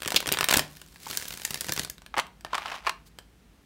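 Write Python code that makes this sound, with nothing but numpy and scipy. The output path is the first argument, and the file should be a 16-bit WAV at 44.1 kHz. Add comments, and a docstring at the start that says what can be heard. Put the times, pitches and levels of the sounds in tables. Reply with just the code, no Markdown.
"""A small room with a cloth-covered table, where a deck of large cards is shuffled by hand.
Two halves riffle off the thumbs, one stiff card cracking; bent into a bridge, they cascade with a hiss.
The deck is knocked on its edge three times to square it, and picked up. Impacts excite damped card
modes and hollow resonances, stick-slip friction makes the hiss, and the room reverberates over a low tone."""
import sys
import numpy as np
from scipy import signal
from scipy.fft import rfft, irfft
from scipy.io import wavfile

SR = 44100
rng = np.random.default_rng(int(sys.argv[2]) if len(sys.argv) > 2 else 0)


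def to_wav(s):
    """Save 16-bit WAV."""
    ch = np.atleast_2d(s).T  # columns
    pcm = np.round(np.clip(ch, -1, 1) * 32767)  # PCM
    wavfile.write(sys.argv[1], SR, pcm.astype(np.int16))


N = 160965
TIME = np.arange(N) / SR
EDGE_HZ = 15900  # upper band limit
BODY_HZ, BODY_DB = 1079, -6  # hollow knock of the whole deck
GAP_HZ, GAP_DB = 1747, -12.5  # ring of the air gap under a landing card

# spectrum of a snapping card: f/Hz, relative level/dB
SNAP_SPECTRUM = [(100, -13), (900, -5), (1480, -4.5), (2000, -5.5), (2900, -3), (7200, -11), (9000, -9.5),
                 (10400, -14.5), (13000, -14)]
# spectrum of springing and sliding cards: f/Hz, relative level/dB
SPRING_SPECTRUM = [(250, -1.5), (650, -5.5), (2000, -3), (4500, -0.5), (16000, -7.5)]


def riffle():
    """Impact excitation: cards flick off the thumbs and slap the pile, thickest in the last rush."""
    # cards snapping off the thumbs: t/s, level/dB, tilt/(dB per octave)
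    snaps = [(.0494, -29, -0.5), (.0593, -24, -1.5), (.0768, -19, 1.5), (.1049, -22.5, 0), (.12, -20, -2),
             (.1443, -19.5, -2.5), (.2035, -22.5, 0.5), (.2266, -28, -3.5), (.2591, -24.5, -3),
             (.2698, -22.5, 1), (.276, -21.5, -0.5), (.2893, -18.5, -0.5), (.3175, -19, -3),
             (.3233, -12, 5), (.3305, -22, -2.5), (.338, -19.5, 2), (.3456, -25, -5), (.3719, -20.5, -3.5),
             (.3874, -17, -1.5), (.4089, -13, -1), (.4295, -19, -3), (.4425, -12.5, 2.5), (.4868, -12.5, 0),
             (.5097, -13.5, -1), (.5122, -16.5, 1), (.526, -13.5, -2.5), (.5378, -12.5, 4.5),
             (.5408, -8.5, -1), (.5683, -18, 6.5), (.5713, -11, 5), (.5935, -13, 1.5)]
    cards = snaps + stream(0, 0.19, db=-26, count=6) + stream(.49, .605, db=-19.5, count=8)
    return hits(cards, SNAP_SPECTRUM, t60=.008) + rings(cards, GAP_HZ, GAP_DB - 3)


def crack():
    """Stick-slip release: one stiff card breaks free in a run of ever weaker, duller slips."""
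    # spectrum of a slip: f/Hz, relative level/dB
    spectrum = [(1800, -15), (2600, -0.5), (5200, -4), (7000, -12), (10300, -17)]
    start_s, interval_s = .1613, .0016
    slips = [(start_s + k * interval_s, -11 - 1.7 * k, 1 - 0.45 * k) for k in range(10)]
    return hits(slips, spectrum, t60=0.0038)


def bridge():
    """Elastic release: the arched deck lets go card by card while the faces slide together."""
    # cards springing out of the bridge: t/s, level/dB, tilt/(dB per octave)
    cascade = [(1.111, -25.5, -0.5), (1.1724, -16, 4.5), (1.2828, -26, 10), (1.4504, -17, 1.5),
               (1.5065, -23.5, -0.5), (1.5432, -21, 1), (1.6087, -19.5, 3.5), (1.685, -27, -3),
               (1.6932, -22, -1), (1.7213, -17, 1), (1.7355, -22, 8), (1.7631, -26.5, 0), (1.776, -22, -3),
               (1.7943, -18, -1), (1.8478, -26, 0), (1.8985, -25, 3.5)]
    # card faces sliding over each other: t/s, level/dB
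    sliding = [(0, -54.5), (.7, -56), (.98, -59.5), (1.11, -38.5), (1.4, -47.5), (1.84, -45.5), (1.89, -68)]
    cards = cascade + stream(1.08, 1.85, db=-31.5, count=30)
    hiss = colour(friction(sliding, per_s=500, spread_db=4, smooth=.7), SPRING_SPECTRUM)
    return hits(cards, SPRING_SPECTRUM, t60=0.014) + rings(cards, GAP_HZ, GAP_DB) + hiss


def squaring():
    """Body resonance: packets drop on their edges in clusters, ring the deck and scrape into line."""
    # packets landing edge-first on the table: t/s, level/dB, tilt/(dB per octave)
    knocks = [(1.066, -34.5, -8.5), (2.141, -26, -4), (2.1663, -24, -2), (2.173, -20, -3),
              (2.1803, -16.5, 1.5), (2.1888, -15, -0.5), (2.1965, -18, 3), (2.5315, -20, -3.5),
              (2.5445, -20.5, 1), (2.551, -19.5, 1), (2.5798, -22, 0.5), (2.6574, -25.5, -0.5),
              (2.718, -26.5, -2.5), (2.867, -18.5, .5), (2.8715, -17, 0), (2.8808, -24.5, 1.5),
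              (2.894, -18.5, 2)]
    # card edges rubbing as the deck is pushed square: t/s, level/dB
    settling = [(2.5, -54), (2.54, -44), (2.76, -36.5), (2.82, -57.5), (2.88, -33.5), (2.93, -70)]
    # spectrum of the whole deck: f/Hz, relative level/dB
    spectrum = [(100, -28), (480, -14), (800, -2.5), (1100, -2), (1450, -6.5), (2700, -7.5), (15000, -36)]
    scrape = colour(friction(settling, per_s=700, spread_db=3, smooth=.45), spectrum)
    return hits(knocks, spectrum, t60=0.031) + rings(knocks, BODY_HZ, BODY_DB) + scrape


def handling():
    """Friction and light impact: the deck brushes fingers and cloth; fingers tap and loose cards tick."""
    # brushing strokes: peak t/s, length/s, level/dB
    brushes = [(1.035, 0.06, -52), (3.073, 0.028, -55.5)]
    # taps of fingers and loose cards: t/s, level/dB, tilt/(dB per octave)
    touches = [(.7692, -40, 2.5), (.8161, -36, 0.5), (.9594, -41.5, -2), (2.0629, -37.5, 0),
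               (2.4483, -26.5, -5), (2.4655, -41.5, -5.5), (3.187, -34, -0.5)]
    swell = sum(amp(db) * np.exp(-(2 * (TIME - s) / length) ** 2) for s, length, db in brushes)
    swishes = colour(swell * rng.standard_normal(N), SPRING_SPECTRUM)
    ticks = hits(stream(1.7, 2.45, db=-42, count=8), SNAP_SPECTRUM, t60=0.0045)
    taps = hits(touches, SNAP_SPECTRUM, t60=0.0047) + rings(touches, GAP_HZ, GAP_DB)
    return swishes + ticks + taps


def air_puffs():
    """Air displacement: a packet falling flat squeezes out a soft, low puff."""
    # puffs under falling packets: t/s, level/dB
    puffs = [(.06, -27), (.14, -27.5), (.273, -26.5), (.318, -25), (.566, -16), (.597, -31), (1.691, -28),
             (1.723, -37), (1.796, -29.5), (2.174, -28)]
    # spectrum of a puff: f/Hz, relative level/dB
    spectrum = [(80, -0.5), (350, 7), (600, -7), (2000, -42)]
    return hits([(s, db, 0) for s, db in puffs], spectrum, t60=0.053)


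def hits(rows, spectrum, t60, size=2048):
    """Modal damping: a hit shakes dense modes, the treble dies first (t60 at 1 kHz), a flutter lingers."""
    rise_s, damping_exponent, vary_db = 0.00032, 0.19, 2.5
    out, t = np.zeros(N), np.arange(size) / SR
    attack = 1 - np.exp(-t / rise_s)
    flutter = amp(-18) * fade(t, t60=.03)
    for s, db, tilt in rows:
        hz, bands, share = split(rng.standard_normal(size))
        decay = fade(t, t60 * (hz / 1000) ** -damping_exponent)
        bands = unit(bands * attack * (decay + flutter))
        band_db = tilt * np.log2(np.maximum(hz, BODY_HZ)) + vary_db * rng.standard_normal(hz.shape)
        bands *= np.sqrt(share) * amp(band_db)
        add(out, s, sized(colour(bands.sum(0), spectrum), db))
    return out


def rings(rows, hz, ring_db):
    """Damped resonance: a hollow ring swells after each hit at its own pitch; dull landings ring most."""
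    out, t = np.zeros(N), TIME[:SR // 10]
    for s, db, tilt in rows:
        pitch = hz * (1 + .12 * rng.standard_normal())
        ring = np.sin(2 * np.pi * pitch * t) * np.sqrt(t) * fade(t, t60=.02)
        add(out, s, sized(ring, db + ring_db - tilt))
    return out


def friction(curve, per_s, spread_db, smooth):
    """Stick-slip friction: tiny uneven slips over a smooth hiss follow a curve of t/s, level/dB."""
    slips = (rng.random(N) < per_s / SR) * amp(spread_db * np.minimum(rng.exponential(1, N), 4))
    bursts = signal.oaconvolve(slips, fade(TIME[:SR // 10], t60=.004))[:N]
    rough = unit(bursts * rng.standard_normal(N))
    gain = amp(np.interp(TIME, *np.transpose(curve)))
    in_contact = (TIME >= curve[0][0]) & (TIME <= curve[-1][0])
    return unit(rough + smooth * rng.standard_normal(N)) * gain * in_contact


def stream(start, end, db, count):
    """Timing jitter: weaker, duller cards fall unevenly, as rows of t/s, level/dB, tilt/(dB per octave)."""
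    return [(start + (end - start) * (k + rng.random()) / count,
             db + 2 * rng.standard_normal(),
             rng.standard_normal() - 1) for k in range(count)]


def room(x, wet_db):
    """Reverberation: diffuse reflections die at each band's own rate, beside one low room mode."""
    # reverberation time: f/Hz, T60/s
    decay_times = [(150, 0.38), (2500, 0.28), (12000, 0.17)]
    mode_hz, mode_t60, mode_db = 150.2, 0.69, -19.5
    t = TIME[:SR // 2]
    hz, bands, _ = split(rng.standard_normal(len(t)))
    build_up = 1 - np.exp(-(t / 0.003) ** 2)
    diffuse = (bands * fade(t, read(decay_times, hz))).sum(0) * build_up
    mode = np.sin(2 * np.pi * mode_hz * t) * fade(t, mode_t60)
    tail = unit(diffuse) + amp(mode_db) * unit(mode)
    return x + amp(wet_db) * signal.fftconvolve(x, tail / np.linalg.norm(tail))[:N]


def room_tone():
    """Stationary noise: a faint, steady rumble fills the room."""
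    # spectrum of the room tone: f/Hz, relative level/dB
    spectrum = [(20, -42), (50, 5), (110, -13), (165, -6), (600, -23), (2500, -28), (16000, -41)]
    gain = amp(read(spectrum, np.fft.rfftfreq(N, 1 / SR)))
    return amp(-56.5) * unit(irfft(rfft(rng.standard_normal(N)) * gain, N))


def amp(db):
    """Amplitude ratio of a level in decibels."""
    return 10 ** (np.asarray(db) / 20)


def unit(x):
    """Normalisation to rms 1."""
    return x / np.sqrt(np.mean(x ** 2, -1, keepdims=True) + 1e-20)


def fade(t, t60):
    """Exponential decay, 60 dB in t60 seconds."""
    return np.exp(-np.log(1000) * t / t60)


def read(points, hz):
    """Interpolation on a log-frequency axis."""
    f, value = np.transpose(points)
    return np.interp(np.log(hz + 1), np.log(f + 1), value)


def add(mix, s, sound):
    """Superposition of a sound on the mix, starting at s seconds."""
    part = mix[round(s * SR):][:len(sound)]
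    part += sound[:len(part)]


def colour(x, spectrum, size=2048):
    """Minimum-phase filtering with the given spectrum and a response of unit energy."""
    log_gain = np.log(amp(read(spectrum, abs(np.fft.fftfreq(size, 1 / SR)))))
    taps = np.fft.ifft(np.exp(np.conj(signal.hilbert(log_gain)))).real
    return signal.oaconvolve(x, taps / np.linalg.norm(taps))[:N]


def split(x, count=9):
    """Filter bank: returns centres, overlapping bands and each band's share of the bandwidth."""
    centres = np.geomspace(150, EDGE_HZ, count)
    hz = np.fft.rfftfreq(len(x), 1 / SR)
    weights = np.array([np.interp(np.log(hz + 1), np.log(centres), row) for row in np.eye(count)])
    return centres[:, None], irfft(rfft(x) * weights, len(x)), weights.mean(1, keepdims=True)


def sized(x, db, span_s=.0015):
    """Energy equivalence: a hit gets the energy of level db held for span_s."""
    return amp(db) * np.sqrt(span_s * SR) * x / np.linalg.norm(x)


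def scene():
    """Superposition of the shuffle, the drier crack and knocks, and the room tone, in one channel."""
    shuffle = room(riffle() + bridge() + handling() + air_puffs(), wet_db=-11.5)
    accents = room(crack() + squaring(), wet_db=-15.0)
    return (shuffle + accents + room_tone())[None]


def record(dry):
    """Band limiting: a 40 Hz low cut, then a steep low-pass at the upper band limit."""
    low_cut = signal.butter(3, 40, "high", fs=SR, output="sos")
    low_pass = signal.firwin(401, EDGE_HZ, window="blackman", fs=SR)
    return signal.oaconvolve(signal.sosfilt(low_cut, dry), low_pass[None], "same")


dry = scene()
out = record(dry)
to_wav(out)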